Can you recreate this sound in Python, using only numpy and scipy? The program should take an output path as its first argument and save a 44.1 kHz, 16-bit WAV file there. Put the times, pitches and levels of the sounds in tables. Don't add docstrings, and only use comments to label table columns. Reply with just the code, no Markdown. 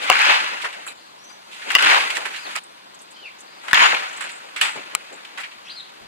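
import sys
import numpy as np
from scipy import signal
from scipy.fft import rfft, irfft, next_fast_len
from scipy.io import wavfile
from scipy.ndimage import uniform_filter1d, map_coordinates

SR = 44100
rng = np.random.default_rng(int(sys.argv[2]) if len(sys.argv) > 2 else 0)


def gain_from_decibels(decibels):
    exponent = np.asarray(decibels, float) / 20
    return 10 ** exponent


def transcribe(u):
    v = np.clip(np.atleast_2d(u).T, -1, 1)
    q = np.round(v * 32767).astype(np.int16)
    wavfile.write(sys.argv[1], SR, q)


N = 267731
T = np.arange(N) / SR


def unit(x):
    return x / np.sqrt(np.mean(x ** 2) + 1e-20)


def along(points, hz):
    f, v = np.transpose(points)
    return np.interp(np.log(hz + 1), np.log(f + 1), v)


def filtered(x, response):
    m = next_fast_len(x.shape[-1] + 8192)
    spectrum = rfft(x, m) * response(np.fft.rfftfreq(m, 1 / SR))
    return irfft(spectrum, m)[..., :x.shape[-1]]


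def resonance(f, hz, width_hz):
    damping = 1j * f * width_hz
    return damping / (hz * hz - f * f + damping)


def wobble(rate):
    knots = rng.standard_normal(int(N * rate / SR) + 4)
    return map_coordinates(knots, [T * rate])


def placed(x, lean_db):
    return x * gain_from_decibels([[lean_db / 2], [-lean_db / 2]])


def add(out, s, x):
    at = round(s * SR)
    out[:, at:at + x.shape[1]] += x[:, :N - at]


def patchy(x, db):
    z = signal.stft(x, nperseg=512)[2]
    field = uniform_filter1d(rng.standard_normal(z.shape[1:]), size=2, axis=0)
    field = uniform_filter1d(field, size=5, axis=1)
    return signal.istft(z * gain_from_decibels(db * unit(field)), nperseg=512)[1][:, :N]


# f/Hz, side over mid level/dB
WIDE = [(60, 2), (130, -5), (300, 1), (650, 8), (1200, 7), (2400, -2.5), (3100, -0.5), (4500, 7.5),
        (7500, 0), (15000, 1)]
# f/Hz, left over right level/dB
LEAN = [(60, 2.5), (200, 9), (400, 5.5), (700, 1), (2400, 1.5), (15000, 1.5)]
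# f/Hz, share of the side that is the mid a quarter cycle late
TURNED = [(60, 0.24), (600, 0.68), (3000, 0.22), (5000, .5), (7000, -.3), (15000, 0)]


def diffuse(source, spectrum):
    mid, other = patchy(source, db=1.5)
    share = lambda hz: np.clip(along(TURNED, hz), -1, 1)
    late = filtered(mid, lambda hz: -1j * share(hz))
    side = late + filtered(other, lambda hz: np.sqrt(1 - share(hz) ** 2))
    colour = lambda hz: gain_from_decibels(along(spectrum, hz) + [0 * hz, along(WIDE, hz)])
    mid, side = filtered(np.array([mid, side]), colour)
    balance = lambda hz: gain_from_decibels(np.outer([.5, -.5], along(LEAN, hz)))
    pair = filtered(np.array([mid + side, mid - side]), balance)
    return pair / np.std(pair.mean(axis=0))


def grit(per_second, spread_db):
    hit = rng.random((2, N)) < per_second / SR
    sign = rng.choice([-1, 1], (2, N))
    size_db = spread_db * np.minimum(rng.exponential(size=(2, N)), 3)
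    return unit(hit * sign * gain_from_decibels(size_db))


def burst(t60, rise, grit_db):
    t = np.arange(SR // 3) / SR
    noise = rng.standard_normal((2, len(t)))
    rub = noise * gain_from_decibels(grit_db * np.minimum(rng.standard_normal(len(t)), 1.6))
    return unit(rub) * gain_from_decibels(-60 * t / t60) * (1 - np.exp(-t / rise))


CUT_S = [0, .932, 2.596]


def until_cut(s, x):
    end = min([c for c in CUT_S if c > s] + [N / SR + 1])
    return x[:, :round((end - s) * SR)]


CRACK_S = [
    .0999,
    1.7512,
    3.7315,
    4.9502,
    4.6143,
]
# level/dB, left over right level/dB
CRACKS = [(4.5, 6), (6, 8), (2, 5.5), (-8, 5.5), (-6.5, 0)]
# f/Hz, level/dB, T60/s
BAT = [
    [(606, -13, 0.03), (791, -6, 0.037), (1030, 1, 0.016), (2136, -2.5, 0.015), (2720, 1.5, 0.013),
     (4600, -17, 0.015), (8300, -18, 0.013)],
    [(620, -43, 0.029), (1193, -14, 0.031), (2000, -4.5, 0.02), (2900, 2, 0.01), (4740, -3.5, 0.0045),
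     (7060, -32, 0.0088)],
    [(606, -46, 0.099), (1105, -7, 0.026), (1760, 7.5, 0.0098), (2500, 1.5, 0.0065), (3395, -4.5, 0.0085),
     (5060, -4, 0.0045), (7440, -28, 0.0095)],
    [(1330, -7, 0.03), (2130, -17, 0.037), (2490, -0.5, 0.0084), (2850, -0.5, 0.0075), (3970, -8, 0.017),
     (5600, -6, 0.006), (7540, 7.5, 0.0067), (9460, 5, 0.0053), (11200, 5, .005), (13300, 0, 0.004)],
    [(1760, -4, 0.028), (2650, 2, 0.0037), (7850, -2, 0.011)],
]
# delay/s, left over right level/dB
WALLS = [
    [(.0085, -3), (.015, 3), (.023, 4), (.027, -4), (.033, -3), (.054, 1), (.058, -2), (.0915, 4),
     (.118, 5), (.137, -2), (.157, 4), (.215, 2)],
    [(.0022, 1), (.007, 1), (.012, 1), (.016, 1), (.033, 1), (.038, 1), (.0435, -1), (.0635, 1), (.174, -1)],
    [(.005, 1), (.014, 1), (.027, -1), (.0375, 3), (.0655, 2), (.11, 1)],
    [(.004, -1)],
    [(.003, -2)],
]
SLAP_DB = [-15.5, -12.5, -14, -18, -22]


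def bat():
    out, t = np.zeros((2, N)), np.arange(SR // 8) / SR
    for s, (db, lean_db), modes, walls, near_db in zip(CRACK_S, CRACKS, BAT, WALLS, SLAP_DB):
        ring = 0
        for hz, mode_db, t60 in modes:
            blur = .1 * rng.standard_normal(len(t)).cumsum()
            ring = ring - gain_from_decibels(mode_db - 60 * t / t60) * np.sin(2 * np.pi * hz * t + blur)
        ring = ring * (1 + 0.035 * rng.standard_normal((2, len(t)))) * (1 - np.exp(-t / 0.00017))
        crunch = 0.49 * gain_from_decibels(-60 * t / 0.0036) * rng.standard_normal((2, len(t)))
        ring = gain_from_decibels(db) * (ring + crunch)
        late_left = np.array([np.roll(ring[0], shift=2), ring[1]])
        add(out, s, placed(late_left, lean_db))
        for delay, side_db in walls:
            slap_db = near_db - 9.5 * np.log10(50 * delay)
            rough = rng.standard_normal((2, 200)) * gain_from_decibels(-60 * t[:200] / 0.0063)
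            copy = signal.fftconvolve(ring, rough / np.linalg.norm(rough[0]), axes=1)
            copy = filtered(copy, lambda f: resonance(f, 2500, 6600) ** 2)
            add(out, s + delay, gain_from_decibels(slap_db) * placed(copy, side_db))
    return filtered(out, lambda f: (1j * f / (1j * f + 350)) ** 4)


# idle rustle level/dB, thump share level/dB, fizz share level/dB
PLACES = [
    (-66, 2.5, -1),
    (-61, 1.5, 2.5),
    (-61, 1.5, -1),
]
# level/dB at contact, net filling delay/s, net level/dB, sway below net level/dB
SWINGS = [
    (-26.5, 0.21, -19, 10),
    (-31, 0.17, -18, 15),
    (-41, 0.11, -16.5, 26),
]
SWAY_DB_PER_S = [32.5, 20, 18]
NET_WAKES_S = [0.016, 0.051, 0.015]
# t/s, level/dB, fade rate/(dB/s)
SETTLES = [
    (2.47, -40.5, 48),
    (4.266, -39.5, 113),
    (4.62, -26, 103),
    (4.84, -48.5, 7),
    (1.9, -46, 150),
]
SETTLE_RISE_DB_PER_S = [490, 43, 1400, 8.7, 120]


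def effort():
    place = np.searchsorted(CUT_S, T, side="right") - 1

    def peak(s, db, rise, fall):
        slope = np.where(T < s, rise, fall)
        return gain_from_decibels(2 * (db - slope * np.abs(T - s)))

    power = gain_from_decibels(2 * np.array([row[0] for row in PLACES]))[place]
    swings = zip(CRACK_S, SWINGS, SWAY_DB_PER_S, NET_WAKES_S)
    for k, (s, (swing_db, fill, net_db, sway_db), calm, onset) in enumerate(swings):
        net = peak(s + fill, net_db, 42, 98.5) + peak(s + fill, net_db - sway_db, 0, calm)
        net = net * np.clip((T - s) / onset, 0, 1) ** 2
        power = power + (place == k) * np.where(T < s, peak(s, swing_db, 103, 0), net)
    for (s, db, fade), rise in zip(SETTLES, SETTLE_RISE_DB_PER_S):
        power = power + (place == place[round(s * SR)]) * peak(s, db, rise, fade)
    return 10 * np.log10(uniform_filter1d(power, size=300)), place


# f/Hz, level/dB per Hz
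BODY = [(350, -62), (600, -18.5), (830, -6), (1200, -4), (1300, -3.5), (1430, 0), (1660, -0.5), (1950, 0.5),
        (2620, 2), (5500, -22.5), (7150, -32), (12100, -120)]
# f/Hz, level/dB per Hz
THUMP = [(15, -68), (25, -49), (102, -29), (301, -9), (407, -10), (479, -6.5), (533, -6), (900, -7.5),
         (1170, -17), (1980, -120)]
# f/Hz, level/dB per Hz
FIZZ = [(2650, -18.5), (4500, -5.5), (5400, -13.5), (6420, -3.5), (6630, -3), (8580, -4), (14100, -17.5),
        (15700, -19), (16300, -41)]


def rush():
    body_db, place = effort()
    thump_share, fizz_share = np.array([row[1:] for row in PLACES])[place].T
    thump_db = -48 + 0.6 * (body_db + 36) + thump_share
    fizz_db = -50 + 0.65 * (body_db + 35.5) + fizz_share
    cords = unit(rng.standard_normal((2, N)) + .5 * grit(1200, spread_db=2.5))
    clumps = np.minimum(1.5 * wobble(130) + .6 * wobble(45), 2)
    out = gain_from_decibels(body_db + 2.5 + clumps) * diffuse(cords, BODY)
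    out += gain_from_decibels(fizz_db + 1.0 + 0.47 * clumps) * diffuse(cords, FIZZ)
    thump = diffuse(rng.standard_normal((2, N)), THUMP)
    return out + gain_from_decibels(thump_db - 3.0 + 2.97 * wobble(25.02)) * thump


# t/s, peak level/dB, ring f/Hz, treble level/dB, left over right level/dB
SNAPS = [(0.122, -2, 1440, -28, 1), (0.127, -2, 2220, -29, 1), (0.153, -4, 1820, -29, 10),
         (0.156, -3, 2470, -30, 10), (0.191, -3, 2000, -22, 5), (0.217, -2, 2460, -22.5, 11),
         (0.255, 0, 2300, -27, 2.5), (0.299, -9, 2300, -25, 7), (0.313, -4, 2310, -29, 1.5),
         (0.542, -16, 2180, -26, 5), (0.647, -9.5, 1860, -34, -1.5), (1.705, -12, 1630, -20, -1),
         (1.718, -17, 2000, -7, 1.0), (1.793, -7, 2640, -27, 3.0), (1.814, -12, 2800, -22, 2.0),
         (1.824, -2.5, 2700, -15, 4), (1.848, -1, 2680, -22, -2), (1.871, 0, 2780, -28, -1),
         (1.88, -10, 2200, -26, 1.0), (1.899, -15, 2300, -27, 1), (1.925, -1, 1790, -37, 2),
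         (1.943, -2, 1200, -32, -3), (2.009, -8, 2220, -29, 0.5), (2.106, -25, 2330, -21, -1.5),
         (2.169, -5.5, 1950, -18.5, -5), (2.258, -21, 1760, -25, -9), (2.562, -14.5, 1280, -5.5, -2),
         (3.744, 1, 3300, -17, 0), (3.768, -11, 1940, -28, 4.0), (3.795, -9, 1440, -16, 4),
         (3.841, -17, 2010, -27, 1.5), (3.947, -2, 2580, -36, -4), (4.241, -15, 1590, -27, -6),
         (4.564, -20, 2060, -13, -2.0), (4.6134, -3, 2900, -36, -5), (4.651, -11, 2740, -28, 2.5),
         (1.706, -16, 2600, -22, 0), (1.709, -10, 1660, -26, 4)]
# t/s, peak level/dB, ring f/Hz, treble level/dB, left over right
# level/dB
MORE_SNAPS = [(0.2694, -6, 2080, -29, 4.0), (0.2814, -8, 2020, -24, 3.5), (0.3204, -6, 2330, -24, 1.5),
              (0.349, -8, 1840, -24, 4.0), (0.359, -8, 2000, -25, 3.0), (0.4397, -11, 1950, -24, 2.5),
              (1.7878, -8, 2600, -24, 3.5), (1.8294, -6, 2870, -24, 0.0), (1.9654, -11, 2250, -24, 1.0),
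              (1.9784, -11, 2120, -24, -0.5), (1.9904, -11, 2370, -24, 0.0), (2.0164, -15, 1980, -24, 0.5),
              (2.0484, -18, 1810, -24, 0.5), (3.859, -9, 2640, -22, 1.5), (3.8774, -7, 2280, -24, 1.0),
              (4.2514, -26, 2610, -24, -0.5), (4.2624, -22, 1590, -24, 1.0), (4.2951, -24, 2570, -24, -1.0),
              (5.2485, -28, 2160, -22, 1.5)]


def snaps():
    out, t = np.zeros((2, N)), np.arange(SR // 20) / SR
    for s, db, hz, treble_db, lean_db in SNAPS + list(MORE_SNAPS):
        draw = rng.standard_normal((3, len(t)))
        phase = 2 * np.pi * hz * t + 0.057 * draw[2].cumsum() + [[0], [.8]]
        ring = np.sin(phase) * gain_from_decibels(-60 * t / 0.0083) * (1 - np.exp(-t / 0.0003))
        ring = filtered(ring, lambda f: (1j * f / (1j * f + 300)) ** 3)
        tick = filtered(draw[:2] * gain_from_decibels(-60 * t / 0.0052), lambda f: resonance(f, 5800, 7200) ** 2)
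        both = placed(ring + gain_from_decibels(treble_db + 11) * tick, lean_db)
        add(out, s + .0008, gain_from_decibels(db - 1) * both)


    return out


# t/s, peak level/dB, centre f/Hz, left over right level/dB
RATTLES = [
    (4.561, -17.5, 2070, -2.5),
    (4.6486, -15, 2360, 2),
    (5.3745, -20.5, 1990, -3),
]
TAPS = [(.8645, -25, 1180, -1), (.864, -29, 1820, -2), (.874, -24.5, 2500, -7), (.8815, -30.5, 3950, -3),
        (.882, -33, 2550, 1), (.9044, -33.5, 2500, 6)]
CLINKS = [(1.7144, -22, 2000, -11), (2.1024, -13, 2370, -4), (2.2545, -16, 1500, 2), (2.553, -15, 1900, -1),
          (3.694, -26, 2170, 7), (4.207, -15.5, 1710, -5), (4.2229, -26, 1620, -12),
          (4.2401, -22, 1580, -1), (4.6118, -4, 2760, -2.5), (4.6296, -9.5, 2280, 1)]
KNOCKS = [
    (1.7035, -6.5, 1920, 2.5),
    (3.6819, -13.5, 1750, 1),
    (3.71, -14.5, 1760, 8),
    (3.9464, -16, 2580, -3),
    (5.249, -23.5, 2690, 1),
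    (4.541, -37, 2300, -1),
]
DRAGS = [
    (.0214, -23.5, 2850, 13.5),
    (1.5196, -28, 2900, -2),
    (3.6373, -30.5, 1410, 4),
]
BRUSHES = [(.6194, -15, 2500, -3), (.7294, -22.5, 2530, 1), (1.3012, -31.5, 1490, 9),
           (2.155, -12, 2310, -5), (2.169, -11.5, 1880, -4), (2.364, -17, 2640, -2),
           (2.5607, -12, 1440, -3), (4.2936, -22.5, 2570, -8), (5.404, -19, 2100, 8), (2.51, -22, 2500, -5),
           (2.59, -26, 2200, 3)]
SCRAPES = [(.6477, -6.5, 1640, 1), (1.6222, -21, 2130, -5), (2.0068, -6, 2220, -1),
           (2.2565, -11.5, 1680, -7), (2.3095, -23, 2040, -9), (2.34, -15, 2140, -3),
           (2.5756, -15.5, 2490, -3), (4.9082, -33, 2190, -11), (5.288, -39, 2820, 5),
           (5.438, -14.5, 2200, 1), (5.52, -27.5, 2550, 0)]
# rows, rise/s, T60/s, body width/Hz, jingle level/dB
CONTACTS = [(RATTLES, 0.00202, 0.22, 2650, -17), (TAPS, 0.00083, 0.11, 810, -6),
            (CLINKS, .0015, 0.087, 2500, -13), (KNOCKS, .001, 0.055, 2450, -18.5),
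            (DRAGS, 0.019, 0.28, 2340, -13), (BRUSHES, .012, 0.083, 3000, -12),
            (SCRAPES, .014, 0.095, 2300, -22.5)]
# f/Hz, width/Hz, level/dB
JINGLE = [(7450, 530, 7), (8030, 280, 1), (8710, 290, 4.5), (10160, 120, 0), (11800, 400, -5),
          (9350, 5100, -7)]
# t/s, peak level/dB, centre f/Hz, T60/s
THUDS = [(.106, -5, 786, 0.055), (1.915, -14, 905, 0.21), (1.96, -17.5, 960, 0.3), (2.26, -28, 503, 0.075),
         (4.93, -35.5, 520, 0.24), (0.298, -9.5, 890, 0.07), (0.637, -24.5, 810, 0.21),
         (1.704, -32, 755, 0.13), (1.761, -2, 930, 0.026), (2.029, -31, 759, 0.072),
         (2.168, -26.5, 775, 0.27), (3.682, -32.5, 869, 0.15), (3.928, -13, 840, 0.11),
         (4.611, -32.5, 900, 0.41), (4.757, -27, 500, 0.19), (5.114, -39, 526, 0.38),
         (5.378, -31.5, 860, 0.22), (6.01, -46, 100, 0.62)]


def knocks():
    out = np.zeros((2, N))

    def fittings(f):
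        return sum((-1) ** k * gain_from_decibels(g) * resonance(f, hz, w) for k, (hz, w, g) in enumerate(JINGLE))

    for rows, rise, t60, width_hz, jingle_db in CONTACTS:
        for s, db, hz, lean_db in rows:
            def colour(f):
                body = 2.43 * np.sqrt(2530 / width_hz) * resonance(f, hz, width_hz) ** 3
                return body + 1.65 * gain_from_decibels(jingle_db) * fittings(f)

            hit = placed(filtered(burst(t60, rise, grit_db=6.0), colour), lean_db)
            slow_db = 337 * min(rise, .012)
            add(out, s - rise / 2, gain_from_decibels(db - 2.5 + slow_db) * until_cut(s, hit))
    for s, db, hz, t60 in THUDS:
        thud = filtered(burst(t60, 0.0043, grit_db=7.5), lambda f: resonance(f, hz, 950) ** 2)
        add(out, s - .002, gain_from_decibels(db + 12.5) * placed(thud, 3.8))
    return out


# t/s, level/dB, T60/s
FRAME = [
    [(.115, -39, .35), (.19, -43, 0.38), (3.74, -29.5, 0.65), (3.815, -34, 0.35)],
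    [(4.21, -32.5, 0.21), (4.30, -53, 0.76), (4.62, -35, 0.41)],
    [(2.6, -56, 1.2)],
    [(.945, -57, 0.41), (4.3, -46, 0.45)],
]
FRAME_HZ = [
    [6810],
    [7220, 7650, 8200, 8700],
    [8950],
    [7200],
]
FRAME_WIDTH_HZ = [110, 220, 500, 120]
FLUTTER_DB = [2.5, 5, 3, 2]


def frame():
    out = np.zeros((2, N))
    for hz, width_hz, flutter_db, blows in zip(FRAME_HZ, FRAME_WIDTH_HZ, FLUTTER_DB, FRAME):
        modes = lambda f: sum(resonance(f, mode, width_hz) ** 2 for mode in hz)
        shaken = unit(filtered(rng.standard_normal((2, N)), modes))
        decay = sum((T > s) * gain_from_decibels(db - 60 * np.abs(T - s) / t60) for s, db, t60 in blows)
        out += shaken * gain_from_decibels(flutter_db * wobble(60)) * decay
    return out


# t/s, peak level/dB, ring f/Hz, T60/s
PINGS = [(4.1729, -26, 7790, 0.03), (4.2088, -26, 8250, 0.026), (4.2214, -29, 7210, 0.03),
         (4.2394, -33, 7620, 0.03), (4.3001, -38, 7160, 0.03), (4.3176, -35, 7160, 0.03),
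         (4.3324, -38, 7240, 0.03), (4.377, -43, 7690, 0.03), (4.5645, -26, 7850, 0.03),
         (4.5774, -32, 7760, 0.03), (4.6139, -24, 7670, 0.026), (4.6264, -20, 7320, 0.03),
         (4.6463, -23, 7770, 0.03), (4.6714, -31, 7480, 0.03), (4.7182, -33, 7670, 0.03),
         (4.7344, -38, 7820, 0.03), (5.1272, -34, 7500, 0.03), (5.1404, -34, 7250, 0.03),
         (5.1594, -39, 7550, 0.03)]
# frequency ratio, level/dB
PING_OVERTONES = [(1, 1), (1.09, -6), (1.33, -14)]


def pings():
    out, t = np.zeros((2, N)), np.arange(SR // 10) / SR
    for s, db, hz, t60 in PINGS:
        drift = 0.078 * rng.standard_normal((2, len(t))).cumsum(axis=1)
        ring = sum(gain_from_decibels(g) * np.sin(2 * np.pi * hz * ratio * t + drift) for ratio, g in PING_OVERTONES)
        add(out, s, gain_from_decibels(db - 3.5 - 60 * t / t60) * (1 - np.exp(-t / .0006)) * ring)
    return out


# t/s, peak level/dB, centre f/Hz, T60/s
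TICKS = [(1.2394, -40, 6200, 0.052), (2.6364, -41, 8040, 0.056), (2.9452, -39, 7150, 0.048),
         (2.9901, -46.5, 6330, 0.11), (3.015, -40.5, 8260, 0.085), (3.1085, -43.5, 7850, 0.096),
         (3.3864, -45, 6470, 0.096), (3.4062, -39.5, 7300, 0.074), (4.0881, -37, 6340, 0.049),
         (4.128, -37.5, 7540, 0.06), (4.096, -43, 7900, 0.044), (4.378, -45, 7600, 0.051),
         (3.402, -44, 9500, .05), (4.165, -37, 7000, 0.05), (5.1263, -46, 7450, 0.14)]


def ticks():
    out = np.zeros((2, N))
    for s, db, hz, t60 in TICKS:
        rustle = filtered(burst(t60, 0.0034, grit_db=17.0), lambda f: resonance(f, hz, 2400) ** 2)
        add(out, s - .002, gain_from_decibels(db + 13.0) * rustle)
    return out


# start t/s, length/s, top after t/s, top f/Hz, level/dB
ARCHES = [
    (2.343, 0.138, .068, 4970, -46.5),
]
SWOOPS = [(5.664, .065, .079, 5000, -40.5), (5.68, .055, .08, 4900, -43), (5.675, .04, .075, 3900, -46)]
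DIVES = [(5.758, .06, .004, 4250, -42), (5.775, .045, -.03, 4250, -44), (5.735, .035, .01, 4800, -51)]
SLURS = [(1.185, .115, .11, 6120, -56), (1.313, .035, .045, 6080, -55), (1.285, .04, .02, 4800, -55),
         (1.35, .012, 0, 6050, -61), (1.368, .016, 0, 6100, -61), (1.41, .02, 0, 6000, -65)]
FALLS = [(3.16, .142, .025, 3170, -39.5), (3.235, .05, -.06, 3100, -47), (3.252, .028, -.13, 6250, -36),
         (3.225, .04, -.01, 3650, -50)]
HUSKS = [(.97, 0.13, .08, 4510, -59), (3.12, 0.23, .004, 4700, -58.5), (3.46, 0.15, 0.088, 4700, -57),
         (5.645, 0.046, .03, 5600, -56), (5.648, .055, .05, 2790, -47.5), (5.83, 0.073, .05, 3870, -54.5)]
# rows, bend/(Hz/s^2), phase scatter/rad, loudest this far under the top/kHz,
# loss a kHz away level/dB, flutter level/dB
BIRD_KINDS = [(ARCHES, 330000, .9, .8, 3, 4), (SWOOPS, 500000, 1.4, .8, 5, 3),
              (DIVES, 170000, 1.2, .05, 6, 3), (SLURS, 60000, 1, .05, 7, 4),
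              (FALLS, 88000, .35, .7, 17, 2.8), (HUSKS, 35000, 2.6, .05, 3, 2)]


def birds():
    song = np.zeros(N)
    for rows, bend, hoarse, best, loss_db, flutter_db in BIRD_KINDS:
        for s, length, top, hz, db in rows:
            sag = np.minimum(bend * (T - s - top) ** 2, hz - 1000)
            turn = 2 * np.pi * np.cumsum(hz - sag) / SR + hoarse * wobble(500)
            edge = np.clip(np.minimum(T - s, s + length - T) / 0.0052, 0, 1)
            note_db = db - loss_db * np.abs(sag / 1000 - best) + 4.0 + flutter_db * wobble(130)
            song += edge * gain_from_decibels(note_db) * (np.sin(turn) + gain_from_decibels(-24) * np.sin(2 * turn))
    t = np.arange(SR // 2) / SR
    tail = rng.standard_normal((2, len(t))) * gain_from_decibels(-60 * t / 0.32)
    tail = tail / np.linalg.norm(tail[0])
    echo = gain_from_decibels(-15) * placed(np.roll(song, round(.024 * SR)), -2.3)
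    reverb = gain_from_decibels(-4) * signal.fftconvolve(song[None], tail, axes=1)[:, :N]
    return placed(song, 3.7) + echo + reverb


# f/Hz, level/dB per Hz
YARD = [(15, -48), (25, -17), (76, -16.5), (196, -2), (271, -4), (337, -1.5), (493, -6.5), (1050, 2),
        (1170, -0.5), (2370, -3), (3560, -2), (5350, -12.5), (8960, -21.5), (14600, -21), (16300, -40)]


def yard():
    return gain_from_decibels(-51.5 + 0.11 * wobble(8.6)) * diffuse(rng.standard_normal((2, N)), YARD)


def scene():
    return bat() + rush() + frame() + knocks() + ticks() + birds() + yard() + snaps() + pings()


def low_pass(x):
    return signal.sosfilt(signal.butter(12, 16050, fs=SR, output="sos"), x)


def record(dry):
    dull = filtered(dry, lambda f: 1 / (1 + (f / 15000) ** 8))
    limited = dull / (1 + np.abs(dull / .99) ** 12) ** (1 / 12)
    return low_pass(limited)


dry = scene()
out = record(dry)
transcribe(out)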